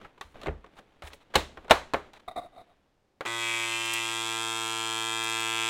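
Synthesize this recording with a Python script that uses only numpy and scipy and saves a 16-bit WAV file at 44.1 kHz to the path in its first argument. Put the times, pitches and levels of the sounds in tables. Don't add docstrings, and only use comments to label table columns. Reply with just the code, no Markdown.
import sys
import numpy as np
from scipy import signal
from scipy.fft import rfft, irfft
from scipy.io import wavfile
from scipy.ndimage import uniform_filter1d

SR = 44100
rng = np.random.default_rng(int(sys.argv[2]) if len(sys.argv) > 2 else 0)


def waveform_to_disk(signal):
    frames = np.transpose(np.atleast_2d(signal))
    scaled = np.clip(frames, -1, 1) * 32767
    samples = np.round(scaled).astype(np.int16)
    wavfile.write(sys.argv[1], SR, samples)


N = 251149
TIME = np.arange(N) / SR


def undb(db):
    return 10 ** (np.asarray(db) / 20)


def unit(x):
    return x / np.sqrt(np.mean(x ** 2) + 1e-30)


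def curve(rows, axis=1):
    rows = np.asarray(rows)
    return np.interp(TIME, rows[:, 0], rows[:, axis])


def ramp(start_s, length_s):
    return np.clip((TIME - start_s) / max(length_s, 1e-4), 0, 1)


def fade(t60):
    return np.exp(-np.log(1000) * TIME[:SR] / max(t60, 1e-3))


def through(x, response):
    return signal.fftconvolve(x, response)[:len(x)]


def colour(points, size=4096):
    hz, db = np.transpose(points)
    bins = np.maximum(np.fft.rfftfreq(size, 1 / SR), 1)
    log_gain = np.log(undb(np.interp(np.log(bins), np.log(hz), db)))
    cepstrum = irfft(log_gain)
    cepstrum[1:size // 2] *= 2
    cepstrum[size // 2 + 1:] = 0
    return irfft(np.exp(rfft(cepstrum)))


def band(x, hz, kind, order=3):
    return signal.sosfilt(signal.butter(order, hz, kind, fs=SR, output="sos"), x)


def ring(modes):
    return sum(undb(db) * fade(t60) * np.sin(2 * np.pi * hz * TIME[:SR]) for hz, db, t60 in modes)


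def add(out, s, sound):
    i = max(int(s * SR), 0)
    out[i:i + len(sound)] += sound[:N - i]


def strike(x, db, size=256):
    return x * undb(db) / np.sqrt(uniform_filter1d(x ** 2, size).max())


def clicks(times, sizes, size=8):
    out = np.zeros(N + SR)
    places = (times * SR).astype(int)[:, None] + np.arange(1 - size, size + 1)
    offset = places - times[:, None] * SR
    window = np.cos(np.pi * offset / (2 * size)) ** 2
    np.add.at(out, places, sizes[:, None] * np.sinc(offset) * window)
    return out[:N]


def grains(per_s, spread_db):
    slips = (rng.random(N) < per_s / SR) * rng.choice([-1, 1], N)
    sizes = undb(spread_db * np.minimum(rng.exponential(size=N), np.pi))
    return unit(slips * sizes)


def gestures(rows, attack_s, release_s, swell_db):
    out = 0
    for s, length, db in rows:
        swell = undb(db + swell_db * (ramp(s, length) - 1))
        release = np.exp(-np.maximum(TIME - s - length, 0) / release_s)
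        out = out + swell * ramp(s, attack_s) * release
    return out


PUMP_START_S = 3.2595
RUNNING = TIME >= PUMP_START_S
# (t/s, strokes per second f/Hz)
SPEED = [(3.27, 115.4), (3.31, 116.0), (3.79, 114.3), (4.02, 114.2), (4.26, 113.5), (4.91, 112.8),
         (5.68, 113.3)]


def motor():
    turns = np.cumsum(curve(SPEED) * RUNNING) / SR
    strokes = np.interp(np.arange(int(turns[-1]) + 1) + 1e-6, turns, TIME)
    return turns, strokes


def beats(strokes, lag_s, looseness, jitter_s=.000005, scatter_db=0.5):
    chance = rng.standard_normal((len(strokes), 2)).T * looseness
    return strokes + lag_s + jitter_s * chance[0], undb(scatter_db * chance[1])


def heard(x, room, room_db):
    return unit(x + undb(room_db) * through(x, room)) * np.sqrt(RUNNING.mean())


# (multiple of KNOCK_STEP_HZ, level/dB)
KNOCK = [(1, 0.5), (2, -4.5), (3, 9), (4, 10), (5, -17.5), (6, 0), (7, 5), (8, 10.5), (9, 11), (10, 10.5),
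         (11, 0.5), (12, 16.5), (13, 7.5), (14, -7.5), (15, 17.5), (16, -1), (17, -8.5), (18, -1)]
# (multiple of KNOCK_STEP_HZ, level/dB)
LIGHT_KNOCK = [(1, -6.5), (2, -22.5), (3, 4), (4, -11.5), (5, -7.5), (6, -2), (7, -17.5), (8, 6), (9, -5.5),
               (10, 3), (11, -1.5), (12, 0.5), (13, -20), (14, 2), (15, -7), (16, -10), (17, -7), (18, 3.5)]
KNOCK_STEP_HZ, LIGHT_LIFT_DB = 108.7, 9.5
COLLAPSE_START_S, COLLAPSE_S = 3.61, 0.82


def housing_knock(strokes, room, wet_db=-21):
    blows = clicks(*beats(strokes, 0, 0.32))

    def housing(orders, db=0):
        peaks = [(k * KNOCK_STEP_HZ, level + db) for k, level in orders]
        body = [(45, -32)] + peaks + [(2600, -6.5), (4200, -35), (9000, -31)]
        return -heard(band(through(blows, colour(body)), 67, "highpass"), room, wet_db)

    collapsed = ramp(COLLAPSE_START_S, COLLAPSE_S)
    return (1 - collapsed) * housing(LIGHT_KNOCK, LIGHT_LIFT_DB) + collapsed * housing(KNOCK)


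def slaps(modes, times, sizes, pitch_hz, size=1024):
    out = np.zeros(N + SR)
    places = (times * SR).astype(int)[:, None] + np.arange(1, size + 1)
    age = places / SR - times[:, None]
    rings = 0
    for ratio, db, t60 in modes:
        tone = np.sin(2 * np.pi * ratio * pitch_hz[:, None] * age)
        rings = rings + undb(db) * np.exp(-np.log(1000) * age / t60) * tone
    np.add.at(out, places, sizes[:, None] * rings)
    return out[:N]


# (t/s, delay after the stroke t/s)
INTAKE_LAG = [(3.26, 0.004), (3.9, 0.0038), (4.4, .0024), (5.69, 0.0018)]
EXHAUST_LAG_S = 0.001021


def intake_delay(strokes):
    return np.interp(strokes, TIME, curve(INTAKE_LAG))


# (t/s, intake f/Hz, exhaust f/Hz)
REEDS = [(3.28, 2358, 3530), (3.44, 2445, 3410), (3.6, 2410, 3375), (3.8, 2583, 3264), (4.25, 2540, 3458),
         (4.78, 2525, 3340), (5.68, 2486, 3450)]
# (ratio to the reed's pitch, level/dB, t60/s)
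INTAKE = [(.83, 2, 0.018), (.95, 0.5, 0.047), (1.03, 11, 0.015)]
EXHAUST = [(.97, 8.5, 0.018), (1.06, -3, 0.035), (1.24, -14, 0.04)]


def reed_valves(strokes, room, wet_db=-15):
    intake_hz = np.interp(strokes, TIME, curve(REEDS))
    exhaust_hz = np.interp(strokes, TIME, curve(REEDS, axis=2))
    flutter = np.interp(strokes, [4.1, 4.5], [3.5, 1.6])
    intake = slaps(INTAKE, *beats(strokes, intake_delay(strokes), flutter), intake_hz)
    exhaust = slaps(EXHAUST, *beats(strokes, EXHAUST_LAG_S, 0.85), exhaust_hz)
    return (heard(band(intake, 1840, "highpass"), room, wet_db),
            heard(band(exhaust, 2770, "highpass"), room, wet_db))


# (f/Hz, level/dB)
TICK = [(3600, -8), (4200, -4), (4800, -8), (5300, -3), (6300, -8), (7300, -3), (7850, -2.5), (8300, -10),
        (8850, -4.5), (9500, -15), (10300, -12), (11300, -19), (14400, -27), (16000, -46)]
TICK_SPREAD_S = .0025


def linkage_ticks(strokes, room, wet_db=-12):
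    ticks = clicks(*beats(strokes, 0, 0.65))
    ticks += 0.5 * clicks(*beats(strokes, EXHAUST_LAG_S, 0.89))
    ticks += 0.5 * clicks(*beats(strokes, intake_delay(strokes), 1.0))
    spread = signal.chirp(TIME[TIME < TICK_SPREAD_S], SR / 2, TICK_SPREAD_S, 0)
    metal = through(through(ticks, spread), colour(TICK))
    return heard(band(metal, 5150, "highpass"), room, wet_db)


# (f/Hz, level/dB)
AIR = [(40, -25), (200, -18), (600, -10.5), (1500, 2), (2600, 4), (2900, -24), (3400, 4), (4300, -4),
       (6300, 0.5), (7700, 6.5), (10000, -10.5), (16000, -21)]


def port_air(turns, room, wet_db=-12):
    puff = (0.051 + np.exp(-(turns % 1) / 0.35)) * RUNNING
    return heard(through(puff * rng.standard_normal(N), colour(AIR)), room, wet_db)


FLOW_START_S, FLOW_RISE_S, FLOW_END_S, FLOW_FALL_S, STRAIN_START_S = 3.37, 0.058, 4.205, 0.24, 4.92


def loaded(level):
    db, flow_db, strain_db_per_s = level
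    flow = ramp(FLOW_START_S, FLOW_RISE_S) - ramp(FLOW_END_S - FLOW_FALL_S, FLOW_FALL_S)
    return undb(db + flow_db * flow + strain_db_per_s * np.maximum(TIME - STRAIN_START_S, 0))


# (level/dB, change at full airflow dB, growth under strain dB per s)
KNOCK_LEVEL, INTAKE_LEVEL = (-35.5, -1.2, 0.99), (-40, 6, 9.2)
EXHAUST_LEVEL, TICK_LEVEL = (-36.5, -0.33, 2), (-40.5, -0.22, 1.1)
AIR_DB = -48
RUN_IN_S, EXHAUST_RUN_IN_DB, TICK_RUN_IN_DB = 0.092, -5, -9.5
FIRST_SLAP_DB = 7


def pump(room):
    turns, strokes = motor()
    intake, exhaust = reed_valves(strokes, room)
    cold = np.exp(-np.maximum(TIME - PUMP_START_S, 0) / RUN_IN_S)
    out = housing_knock(strokes, room) * loaded(KNOCK_LEVEL)
    out += intake * loaded(INTAKE_LEVEL) * undb(FIRST_SLAP_DB * np.clip(2 - turns, 0, 1))
    out += exhaust * loaded(EXHAUST_LEVEL) * undb(EXHAUST_RUN_IN_DB * cold)
    out += linkage_ticks(strokes, room) * loaded(TICK_LEVEL) * undb(TICK_RUN_IN_DB * cold)
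    out += port_air(turns, room) * undb(AIR_DB)
    jolt = through(rng.standard_normal(SR) * fade(0.13), colour(CRACK))
    add(out, 3.252, strike(jolt, -34))
    return out


# (t/s, middle level/dB, low body level/dB, treble level/dB, main resonance f/Hz)
CLACKS = [(0.014, -43.5, -61, -62, 1300), (0.047, -39.5, -60, -64, 1315), (0.179, -48, -61, -60, 990),
          (0.211, -31, -52, -38, 1130), (0.356, -43, -49, -73, 681), (0.415, -41, -50, -47, 1200),
          (0.433, -36.5, -43.5, -44.5, 534), (0.46, -27, -48, -47, 640), (0.469, -29, -31.5, -42.5, 2110),
          (0.482, -25, -30, -66, 790), (0.643, -41, -50, -62, 1110), (0.663, -50.5, -70, -60, 736),
          (0.788, -44.5, -52, -55, 1140), (1.022, -35.5, -52.5, -46.5, 575), (1.074, -44, -54, -42, 1798),
          (1.133, -44, -52.5, -43, 556), (1.356, -10.5, -23, -15.5, 847), (1.363, -17, -25.5, -30, 520),
          (1.573, -35.5, -48, -53, 789), (1.646, -44, -50, -62, 434.5), (1.681, -38.5, -52.5, -57, 800),
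          (1.709, -3, -22, -13.5, 684), (1.717, -9.5, -27, -26.5, 900), (1.936, -18, -30, -32, 1053),
          (1.943, -16, -28.5, -42, 705), (2.134, -49, -74, -50.5, 800), (3.208, -25.5, -44, -40.5, 540)]
# (f/Hz, level/dB, t60/s)
CASE = [(340, -17, .12), (450, -8, 0.19), (715, 2.5, .06), (779, -1.5, .08), (832, 0, 0.076),
        (1063, -2, 0.045), (1190, 1.5, 0.16), (1430, -5, 0.046), (1774, -5, .05), (2422, -7, .025)]
# (f/Hz, level/dB)
CRACK = [(100, -12), (250, -5), (400, 2.5), (750, 6), (1200, 4.5), (2000, 0.5), (2900, -3), (4000, -4),
         (4800, -14), (7500, -18), (11000, -26.5), (16000, -32)]
CLACK_T60_S = 0.049


def clacks(case_share=0.36, tone_share=0.75, body_ring=1.9, treble_ring=0.58, mid_db=-4, treble_db=-1,
           wet_db=-7):
    out, case, crack = np.zeros(N), strike(ring(CASE), 0), colour(CRACK)
    for s, db, body_db, edge_db, hz in CLACKS:
        noise, tail = rng.standard_normal(SR), undb(wet_db) * kitchen()

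        def burst(decay_s):
            direct = noise * fade(decay_s)
            return through(direct / np.sqrt(np.sum(direct ** 2)) + tail, crack)

        middle = strike(band(burst(CLACK_T60_S), [500, 2500], "bandpass"), 0)
        tone = strike(ring([(hz, 0, CLACK_T60_S)]), 0)
        middle = middle + case_share * case + tone_share * tone
        body = band(burst(CLACK_T60_S * body_ring), [110, 500], "bandpass")
        edge = band(burst(CLACK_T60_S * treble_ring), 2500, "highpass")
        add(out, s, strike(middle, db + mid_db) + strike(body, body_db) + strike(edge, edge_db + treble_db))
    return out


# (start t/s, length t/s, end level/dB)
SLIDES = [(.41, 0.051, -54), (.765, 0.031, -51.5), (1.022, 0.062, -48), (1.1, .04, -52),
          (1.2, 0.031, -59.5), (1.338, 0.01, -31.5), (1.352, 0.0069, -14), (1.695, .012, -27.5),
          (1.709, 0.0084, -14.5), (2.133, 0.044, -52.5), (2.192, .012, -52.5)]
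SLIDE_ATTACK_S, SLIDE_RELEASE_S, SLIDE_SWELL_DB = 0.0046, .003, 4.5


def scrape():
    grating = unit(band(through(grains(6000, 3.5), colour(CRACK)), 320, "highpass"))
    return grating * gestures(SLIDES, SLIDE_ATTACK_S, SLIDE_RELEASE_S, SLIDE_SWELL_DB)


# (start t/s, length t/s, level/dB)
RUBS = [(2.277, 0.0056, -30), (2.308, 0.0064, -39.5), (2.358, 0.032, -32), (2.41, 0.055, -45.5),
        (2.52, .04, -55), (2.56, .055, -47), (2.67, 0.052, -62.5)]
RUB_ATTACK_S, RUB_RELEASE_S, RUB_SWELL_DB = 0.0061, 0.01, 2
# (f/Hz, level/dB, t60/s)
PANEL = [(694, -8, 0.043), (870, -5.5, 0.0056), (1170, -8.5, 0.019), (1986, -12, 0.0088),
         (3730, -12.5, 0.02)]
SQUEAK_HZ = 715


def panel(waver_hz=30):
    waver = unit(band(rng.standard_normal(N), 76.3, "lowpass"))
    squeak = np.sin(2 * np.pi * np.cumsum(SQUEAK_HZ + waver_hz * waver) / SR)
    slips = grains(2500, 2.8)
    grit = undb(-4.5) * unit(through(slips, ring(PANEL)))
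    thin_scrape = undb(-23) * unit(through(slips, colour(FILM)))
    return (squeak + grit + thin_scrape) * gestures(RUBS, RUB_ATTACK_S, RUB_RELEASE_S, RUB_SWELL_DB)


# (start t/s, length t/s, level/dB)
CRINKLES = [(.21, .12, -76), (.43, .055, -83), (.75, .042, -70), (1.03, .05, -57.5), (1.125, .012, -57)]
CRINKLE_ATTACK_S, CRINKLE_RELEASE_S, CRINKLE_SWELL_DB = .006, .012, 8.5
# (t/s, level/dB)
CREASES = [(3.857, -39), (3.921, -45), (3.9361, -27.5), (5.2394, -37), (5.297, -38), (5.4035, -38)]
# (f/Hz, level/dB)
FILM = [(300, -17.5), (1500, -11), (4000, -5), (9500, 2), (12000, -5.5), (16000, -7.5)]


def bag():
    film = colour(FILM)
    crinkle = unit(through(grains(1400, 4.2), film))
    out = crinkle * gestures(CRINKLES, CRINKLE_ATTACK_S, CRINKLE_RELEASE_S, CRINKLE_SWELL_DB)
    for s, db in CREASES:
        add(out, s, strike(through(rng.standard_normal(SR) * fade(0.032), film), db))
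    return out


# (t/s, level/dB)
THUMPS = [(.245, -51.5), (.485, -30), (0.574, -51), (1.036, -41.5), (1.36, -30), (1.574, -50.5),
          (1.712, -33.5), (1.942, -43)]
# (f/Hz, level/dB, t60/s)
WORKTOP = [(33, -20, .5), (44, -2, 0.3), (62.46, -3.5, .2), (73, 1.5, 0.32), (150, -11, .1)]
# (f/Hz, level/dB, t60/s)
LID = [(156.2, 2, 0.24), (220, -5, 0.24), (272, -5, 0.23), (334, -18, .1)]


def worktop(lid_s=.473, lid_db=-34):
    out, boom = np.zeros(N), band(ring(WORKTOP), [35, 220], "bandpass")
    for s, db in THUMPS:
        add(out, s, strike(boom, db))
    add(out, lid_s, strike(ring(LID), lid_db))
    return out


# (start t/s, length t/s, level/dB)
MOVES = [(0, 0.052, -51), (.34, 0.12, -50.5), (.72, 0.079, -60.5), (1.3, 0.78, -57)]
MOVE_ATTACK_S, MOVE_RELEASE_S, MOVE_SWELL_DB = 0.004, 0.026, 2
# (f/Hz, level/dB)
SLEEVE = [(25, 15), (80, 2), (300, 6), (900, -1), (1500, -4), (3500, -9), (5000, -21.5), (16000, -38)]
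RUSTLE_DB, REST_S, SETTLE_S = -64, 2.62, 0.22


def clothes():
    rustle = undb(RUSTLE_DB) * np.exp(-np.maximum(TIME - REST_S, 0) / SETTLE_S)
    moves = gestures(MOVES, MOVE_ATTACK_S, MOVE_RELEASE_S, MOVE_SWELL_DB)
    return unit(through(grains(3300, 3.5), colour(SLEEVE))) * np.hypot(rustle, moves)


# (f/Hz, t60/s, level/dB)
KITCHEN = [(100, .6, -1), (400, 0.34, -2), (1000, 0.27, 1.5), (3000, 0.29, -3), (6900, 0.34, -0.5),
           (14000, 0.19, 5.5)]


def kitchen(build_s=0.0028):
    hz, t60, db = np.transpose(KITCHEN)
    noise = rfft(rng.standard_normal(SR))
    log_hz = np.log(np.maximum(np.arange(len(noise)), 1))
    shares = [np.interp(log_hz, np.log(hz), row) for row in np.eye(len(hz))]
    tail = sum(irfft(noise * share, SR) * fade(t) * undb(d) for share, t, d in zip(shares, t60, db))
    tail = tail * (1 - np.exp(-(TIME[:SR] / build_s) ** 2))
    return tail / np.sqrt(np.sum(tail ** 2))


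# (f/Hz, level/dB)
QUIET = [(25, -11), (70, -9), (110, -10.5), (300, -13), (700, -15), (1300, -24.5), (4000, -32), (5000, -33),
         (16000, -49.5)]
QUIET_DB = -72


def quiet_kitchen():
    return unit(through(rng.standard_normal(N), colour(QUIET))) * undb(QUIET_DB)


def scene():
    room = kitchen()
    handling = scrape() + panel() + bag()
    handling = handling + undb(-16) * through(handling, room)
    return (pump(room) + clacks() + handling + worktop() + clothes() + quiet_kitchen())[None]


TOP_HZ = 16000


def record(dry):
    low_pass = signal.ellip(8, .2, 70, TOP_HZ, fs=SR, output="sos")
    return signal.sosfilt(low_pass, np.clip(dry, -1, 1))


dry = scene()
out = record(dry)
waveform_to_disk(out)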